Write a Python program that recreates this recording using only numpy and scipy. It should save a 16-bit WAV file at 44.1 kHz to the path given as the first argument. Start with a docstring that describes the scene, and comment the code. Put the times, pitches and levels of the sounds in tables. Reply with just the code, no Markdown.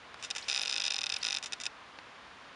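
"""Camera focus motor hunting

A camera's autofocus motor hunts for focus right beside the built-in microphone, over a faint outdoor hiss.
Short pulses on a 3 ms clock drive it: each step is a light tick, then a hard clack as the lens stops.
The blows ring in the lens barrel and camera body, and loose gears rattle in filtered noise.
Slow nudges buzz at the clock rate and scrape; the slide rubs and squeaks faintly, with two thin whistles,
and two faint taps are short bursts of dull noise."""
import sys
import numpy as np
from scipy import signal
from scipy.fft import rfft, irfft
from scipy.io import wavfile
from scipy.ndimage import uniform_filter1d

SR = 44100
rng = np.random.default_rng(int(sys.argv[2]) if len(sys.argv) > 2 else 0)


def output_pcm(signal):
    """Save a mono or channel-first signal as 16-bit PCM at the path in sys.argv[1].

    Samples are clipped to [-1, 1] before scaling.
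    """
    pcm = np.clip(np.atleast_2d(signal).T, -1, 1) * 32767
    wavfile.write(sys.argv[1], SR, np.round(pcm).astype(np.int16))


N = 112454
TIME = np.arange(N) / SR

# tone colour of the outdoor hiss: (frequency [Hz], level [dB])
HISS_COLOUR = [(15, -38), (25, -39), (59, -10), (149, -11), (288, -7.5), (327, -10.5), (391, -10),
               (559, -7.5), (651, -7), (954, -4), (1080, -3), (1360, -4.5), (3680, -13), (7130, -27),
               (7900, -35.5), (9200, -31), (11000, -46), (14300, -96), (22000, -120)]
# faint handling taps: (time [s], level [dB])
TAPS = [(.1432, -38.5), (1.9879, -38.5)]
# tone colour of the taps: (frequency [Hz], level [dB])
TAP_COLOUR = [(200, -28), (600, -4), (1100, 4.5), (3500, -7.5), (5000, -9), (9000, -47)]
# loudness of the lens rubbing on its slide: (time [s], level [dB])
FRICTION = [(.16, -72), (.2, -55), (.33, -58), (.4, -50), (.47, -51), (.62, -47), (.78, -57), (.9, -73),
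            (1.1, -54.5), (1.2, -50.5), (1.36, -56), (1.41, -62), (1.66, -61), (1.72, -78)]
# tone colour of that rubbing: (frequency [Hz], level [dB])
SLIDE_COLOUR = [(200, -13.5), (500, 0.5), (1400, -1), (2600, 6.5), (4200, -3), (5500, -0.5), (7000, -8.5),
                (9000, -15), (10700, -22)]
# short gliding tones: squeaks of the slide, and two faint thin whistles above 10 kHz:
# (time [s], length [s], start pitch [Hz], end pitch [Hz], level [dB])
GLIDES = [(0.41, 0.0076, 7400, 5700, -48), (.422, 0.01, 4300, 4000, -42), (.436, .012, 5100, 4960, -48),
          (0.615, 0.014, 10500, 11000, -49), (0.823, 0.0094, 3750, 3300, -38),
          (0.895, 0.0174, 3670, 4100, -42.5), (1.184, .006, 10300, 10500, -50),
          (1.209, .017, 4120, 4850, -43)]
# slow nudges of the lens: (start [s], stop [s], pulse level [dB], scrape level [dB])
NUDGES = [(0.2263, 0.248, -1, -41.5), (.351, 0.382, -0.5, -36), (1.4272, 1.4596, 1, -40),
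          (1.601, 1.636, -0.5, -42.5)]
# tone colour of a drive tick against a clack: (frequency [Hz], level [dB])
TICK_COLOUR = [(800, 0.5), (1900, 7.5), (2500, -1.5), (3700, -3), (4700, -8.5), (5900, 0.5), (6450, 7),
               (6750, 13), (7300, 13), (7700, 5), (8400, 11), (9200, 6), (9800, 8), (10700, 2)]
# short ringing tones of the lens barrel: (frequency [Hz], level [dB], time to fall 60 dB [s])
BARREL_MODES = [(800, -43.5, 0.043), (1456, -44, 0.038), (2535, -25.5, 0.013), (2700, -45, 0.015),
                (2810, -48, 0.071), (3706, -14.5, 0.018), (3701, -19, 0.023), (4160, -37, 0.029),
                (5072, -25.5, 0.018), (4887, -27, 0.02), (5357, -24, 0.0075), (5955, -25, 0.0086),
                (6690, -43.5, 0.011), (7136, -38, 0.0069), (8510, -49, 0.014), (9060, -44, 0.012)]
# mostly longer, weaker tones of the camera body: (frequency [Hz], level [dB], time to fall 60 dB [s])
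CAMERA_MODES = [(567, -56, 0.035), (815, -53, 0.033), (1427, -42, 0.053), (1727, -45.5, 0.037),
                (2012, -48, 0.027), (2376, -51, 0.063), (2556, -42.5, 0.036), (3628, -42, 0.046),
                (4876, -56, .04), (5330, -65, 0.031), (5970, -45, 0.027), (7600, -57, 0.025),
                (10650, -55, 0.017)]
# tone colour of the gears' rattle and scrape: (frequency [Hz], level [dB])
GEAR_COLOUR = [(150, -22.5), (500, -11), (680, -11.5), (830, -5), (1100, -12.5), (1420, -1), (2150, -6.5),
               (2560, 4), (3200, -3), (3650, -3.5), (4500, -5.5), (5000, -2), (5900, -3.5), (6450, -16.5),
               (7250, -13), (7700, -23), (9100, -21.5), (9900, -33), (10700, -19)]
# focus steps, before rounding to the clock: (clack time [s], relative level [dB], lead of the tick [s])
STEPS = [(0.30924, 0, 0.0055), (0.48668, 0, 0.0035), (0.4987, 0, 0.006), (0.51371, -2, 0.006),
         (0.52877, -1, 0.006), (0.54677, -2, 0.0065), (0.56183, -2, 0.006), (0.57684, -1.6, 0.006),
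         (0.59487, -1.5, 0.006), (0.61591, -1.5, 0.006), (0.63394, -1.8, 0.0058), (0.65795, -3.5, 0.0058),
         (0.67899, -1, 0.0062), (0.697, -1.7, 0.0032), (0.71203, -3, 0.0072), (0.72709, -1.3, 0.0032),
         (0.7421, -2.8, 0.0064), (0.76312, -2.2, 0.0065), (0.78115, -2, 0.0062), (0.80219, -2.3, 0.003),
         (0.82022, -2.7, 0.006), (0.84126, -2.5, 0.0033), (0.85328, -2, 0.0034), (0.8653, -1.5, 0.0026),
         (0.88031, -1.5, 0.006), (0.90734, -1.1, 0.0032), (0.92237, -3, 0.0034), (0.94341, -1.1, 0.0063),
         (0.96444, -2.7, 0.0063), (0.98847, -1.6, 0.006), (1.0155, -3, 0.0054), (1.03954, -1, 0.006),
         (1.06659, -2, 0.0063), (1.09963, -3, 0.006), (1.12366, -2.5, 0.003), (1.14169, -3, 0.0032),
         (1.16573, -2.8, 0.0032), (1.23185, -2.7, 0.003), (1.24988, -1.3, 0.006), (1.26788, -2, 0.0063),
         (1.28591, -1, 0.006), (1.30695, -3.2, 0.0061), (1.328, -2.1, 0.006), (1.34902, -2.2, 0.006),
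         (1.37004, -1.4, 0.006), (1.53239, -1.9, 0.0077), (1.6645, -0.8, 0.0076)]
# extra ticks: three about 3 ms after a clack made from rest, one on its own: (time [s], level [dB])
EXTRA_TICKS = [(0.3116, -8), (1.3847, -9), (1.535, -7.5), (1.667, -8)]

HISS_DB = -52
TAP_T60_S = 0.022  # a T60 is the time to fall 60 dB
GLIDE_WAVER_HZ = 330
CLOCK_S, CLOCK_START_S = 0.0030046, 0.4985
START_DB, STOP_DB, BUZZ_DB, SETTLE_DB = -10.5, -8, -12, -14.5  # parts of a nudge
SWELL_AT_S, SWELL_WIDTH_S, SETTLE_S = 0.013, 0.0047, 0.011
CAMERA_RISE_S = 0.0039  # the rise is 60 dB short of complete by then
RATTLE_DB, RATTLE_T60_S = -13.5, 0.04
SCRAPE_AT_S, SCRAPE_WIDTH_S, SCRAPE_GRAIN_DB = 0.016, 0.0046, 6
CLACK_DB, TICK_DB, STEP_SPREAD_DB = -0.5, -6, 0.76
REST_GAP_S, FROM_REST_DB = 0.1, -2.5
BOUNCE_S, BOUNCE_DB = 0.002, -13.5  # longest wait for the rebound, and its level
CUTOFF_HZ = 10950


def from_db(db):
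    """Turn decibels into a plain multiplier."""
    return 10 ** (np.asarray(db) / 20)


def rms_one(x):
    """Scale a signal so its average strength (rms) is one."""
    return x / np.sqrt(np.mean(x ** 2) + 1e-20)


def colour(x, points):
    """Filter a sound to follow (Hz, dB) points, without any response before its cause."""
    hz, db = np.transpose(points)
    bin_hz = np.arange(N + 1) * SR / (2 * N)
    bin_db = np.interp(np.log(bin_hz + 1), np.log(hz), db)
    # folding the cepstrum (the log spectrum transformed back) puts all the response after the cause
    cepstrum = irfft(np.log(from_db(bin_db)))[:N]
    cepstrum[1:] *= 2
    response = np.exp(rfft(cepstrum, 2 * N))
    return irfft(rfft(x, 2 * N) * response)[:N]


def noise(points):
    """Make coloured noise with an rms of one."""
    return rms_one(colour(rng.standard_normal(N), points))


def smooth_random(samples):
    """Make a slowly wandering random signal with an rms of one, by averaging neighbours."""
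    return rms_one(uniform_filter1d(rng.standard_normal(N), size=samples))


def decay(t60):
    """Make a level curve that falls 60 dB in t60 seconds."""
    return np.exp(-np.log(1000) * TIME / t60)


def bump(age, width):
    """Make a smooth bell-shaped rise and fall around age zero."""
    return np.exp(-0.5 * (age / width) ** 2)


def convolve(x, response):
    """Let every blow in x set off the same response."""
    return signal.fftconvolve(x, response)[:N]


def clicks(rows):
    """Make single-sample blows from (time in s, gain) rows."""
    times, gains = np.transpose(rows)
    return np.bincount(np.round(times * SR).astype(int), gains, N)[:N]


def on_clock(times):
    """Move times to the nearest beat of the drive clock."""
    beats = np.round((times - CLOCK_START_S) / CLOCK_S)
    return CLOCK_START_S + beats * CLOCK_S


def hiss():
    """The faint outdoor air is steady coloured noise."""
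    return from_db(HISS_DB) * noise(HISS_COLOUR)


def taps():
    """Small dull taps on the camera are bursts of noise that die away quickly."""
    blows = clicks([(time, from_db(db)) for time, db in TAPS])
    return convolve(blows, decay(TAP_T60_S)) * noise(TAP_COLOUR)


def rubbing():
    """The moving lens rubs on its slide as soft noise of changing loudness."""
    return from_db(np.interp(TIME, *np.transpose(FRICTION))) * noise(SLIDE_COLOUR)


def nudges():
    """The motor gives a tick, a swell of clock-rate pulses, a stopping tick and a dying buzz."""
    rows = []
    age = CLOCK_S * np.arange(1, 10)  # nine pulses after each tick
    swell = from_db(BUZZ_DB) * bump(age - SWELL_AT_S, SWELL_WIDTH_S)
    settle = from_db(SETTLE_DB) * np.exp(-(age - CLOCK_S) / SETTLE_S)
    for start, stop, db, _ in NUDGES:
        for time, tick_db, buzz in ((start, START_DB, swell), (stop, STOP_DB, settle)):
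            rows.append((time, from_db(db + tick_db)))
            rows.extend(zip(time + age, from_db(db) * buzz))
    return clicks(rows)


def ringing(modes):
    """One blow sets off fading tones; tones in neighbouring rows swing in opposite directions."""
    total = 0
    for k, (hz, db, t60) in enumerate(modes):
        tone = np.sin(2 * np.pi * hz * TIME)
        total = total + (-1) ** k * from_db(db) * decay(t60) * tone
    return total


def barrel(force):
    """Blows ring the lens barrel at once, while the camera body's ring builds up more slowly."""
    camera_ring = ringing(CAMERA_MODES) * (1 - decay(CAMERA_RISE_S))
    return convolve(force, ringing(BARREL_MODES) + camera_ring)


def rattle(force):
    """Loose gears chatter briefly after every jolt, as fresh noise each time."""
    power_fade = decay(RATTLE_T60_S) ** 2
    power = convolve(force ** 2, power_fade / power_fade.sum())
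    return from_db(RATTLE_DB) * np.sqrt(np.abs(power)) * noise(GEAR_COLOUR)


def scrapes():
    """During each nudge the lens creeps forward with a short scrape, its loudness randomly grainy."""
    level = 0
    for start, _, _, db in NUDGES:
        level = level + from_db(db) * bump(TIME - start - SCRAPE_AT_S, SCRAPE_WIDTH_S)
    grain = rms_one(from_db(SCRAPE_GRAIN_DB * smooth_random(50)))
    return level * grain * noise(GEAR_COLOUR)


def steps():
    """Each step is a tick, then a clack with one small rebound; clacks are softer after a long rest."""
    times, db, lead = np.transpose(STEPS)
    beat = on_clock(times)
    gain = from_db(db + STEP_SPREAD_DB * rng.standard_normal(len(times)))
    ticks = clicks(np.c_[on_clock(beat - lead), gain * from_db(TICK_DB)])
    ticks = ticks + clicks([(time, from_db(level)) for time, level in EXTRA_TICKS])

    rested = np.diff(times, prepend=0) > REST_GAP_S
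    clack_gain = gain * from_db(CLACK_DB + FROM_REST_DB * rested)
    bounce_time = beat + BOUNCE_S * rng.uniform(0.14, 1, len(times))
    bounces = clicks(np.c_[bounce_time, clack_gain * from_db(BOUNCE_DB)])
    return ticks, clicks(np.c_[beat, clack_gain]) + bounces


def glides():
    """Squeaks of the slide and two thin whistles are short tones with unsteady, gliding pitch."""
    sound = 0
    waver = GLIDE_WAVER_HZ * smooth_random(30)
    unevenness = np.sqrt(np.abs(smooth_random(120)))  # of the loudness
    for start, length, start_hz, end_hz, db in GLIDES:
        progress = np.clip((TIME - start) / length, 0, 1)
        hz = start_hz + (end_hz - start_hz) * progress + waver
        tone = np.sin(2 * np.pi * np.cumsum(hz) / SR)
        fade = np.sqrt(2 * np.abs(np.sin(np.pi * progress)))
        sound = sound + from_db(db) * unevenness * fade * tone
    return sound


def scene():
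    """Add the focus motor, its slide, the whistles and the taps to the outdoor hiss."""
    step_ticks, clacks = steps()
    ticks = step_ticks + nudges()
    ring = barrel(clacks + colour(ticks, TICK_COLOUR))
    gears = rattle(clacks + 1.02 * ticks)
    mix = hiss() + taps() + rubbing() + ring + gears + scrapes() + glides()
    return mix[None]  # one channel


def record(dry):
    """Cut the highest frequencies steeply."""
    # 0.2 dB ripple below the cutoff, at least 70 dB down well above it
    low_pass = signal.ellip(10, 0.2, 70, CUTOFF_HZ, fs=SR, output="sos")
    return signal.sosfilt(low_pass, dry)


dry = scene()
out = record(dry)
output_pcm(out)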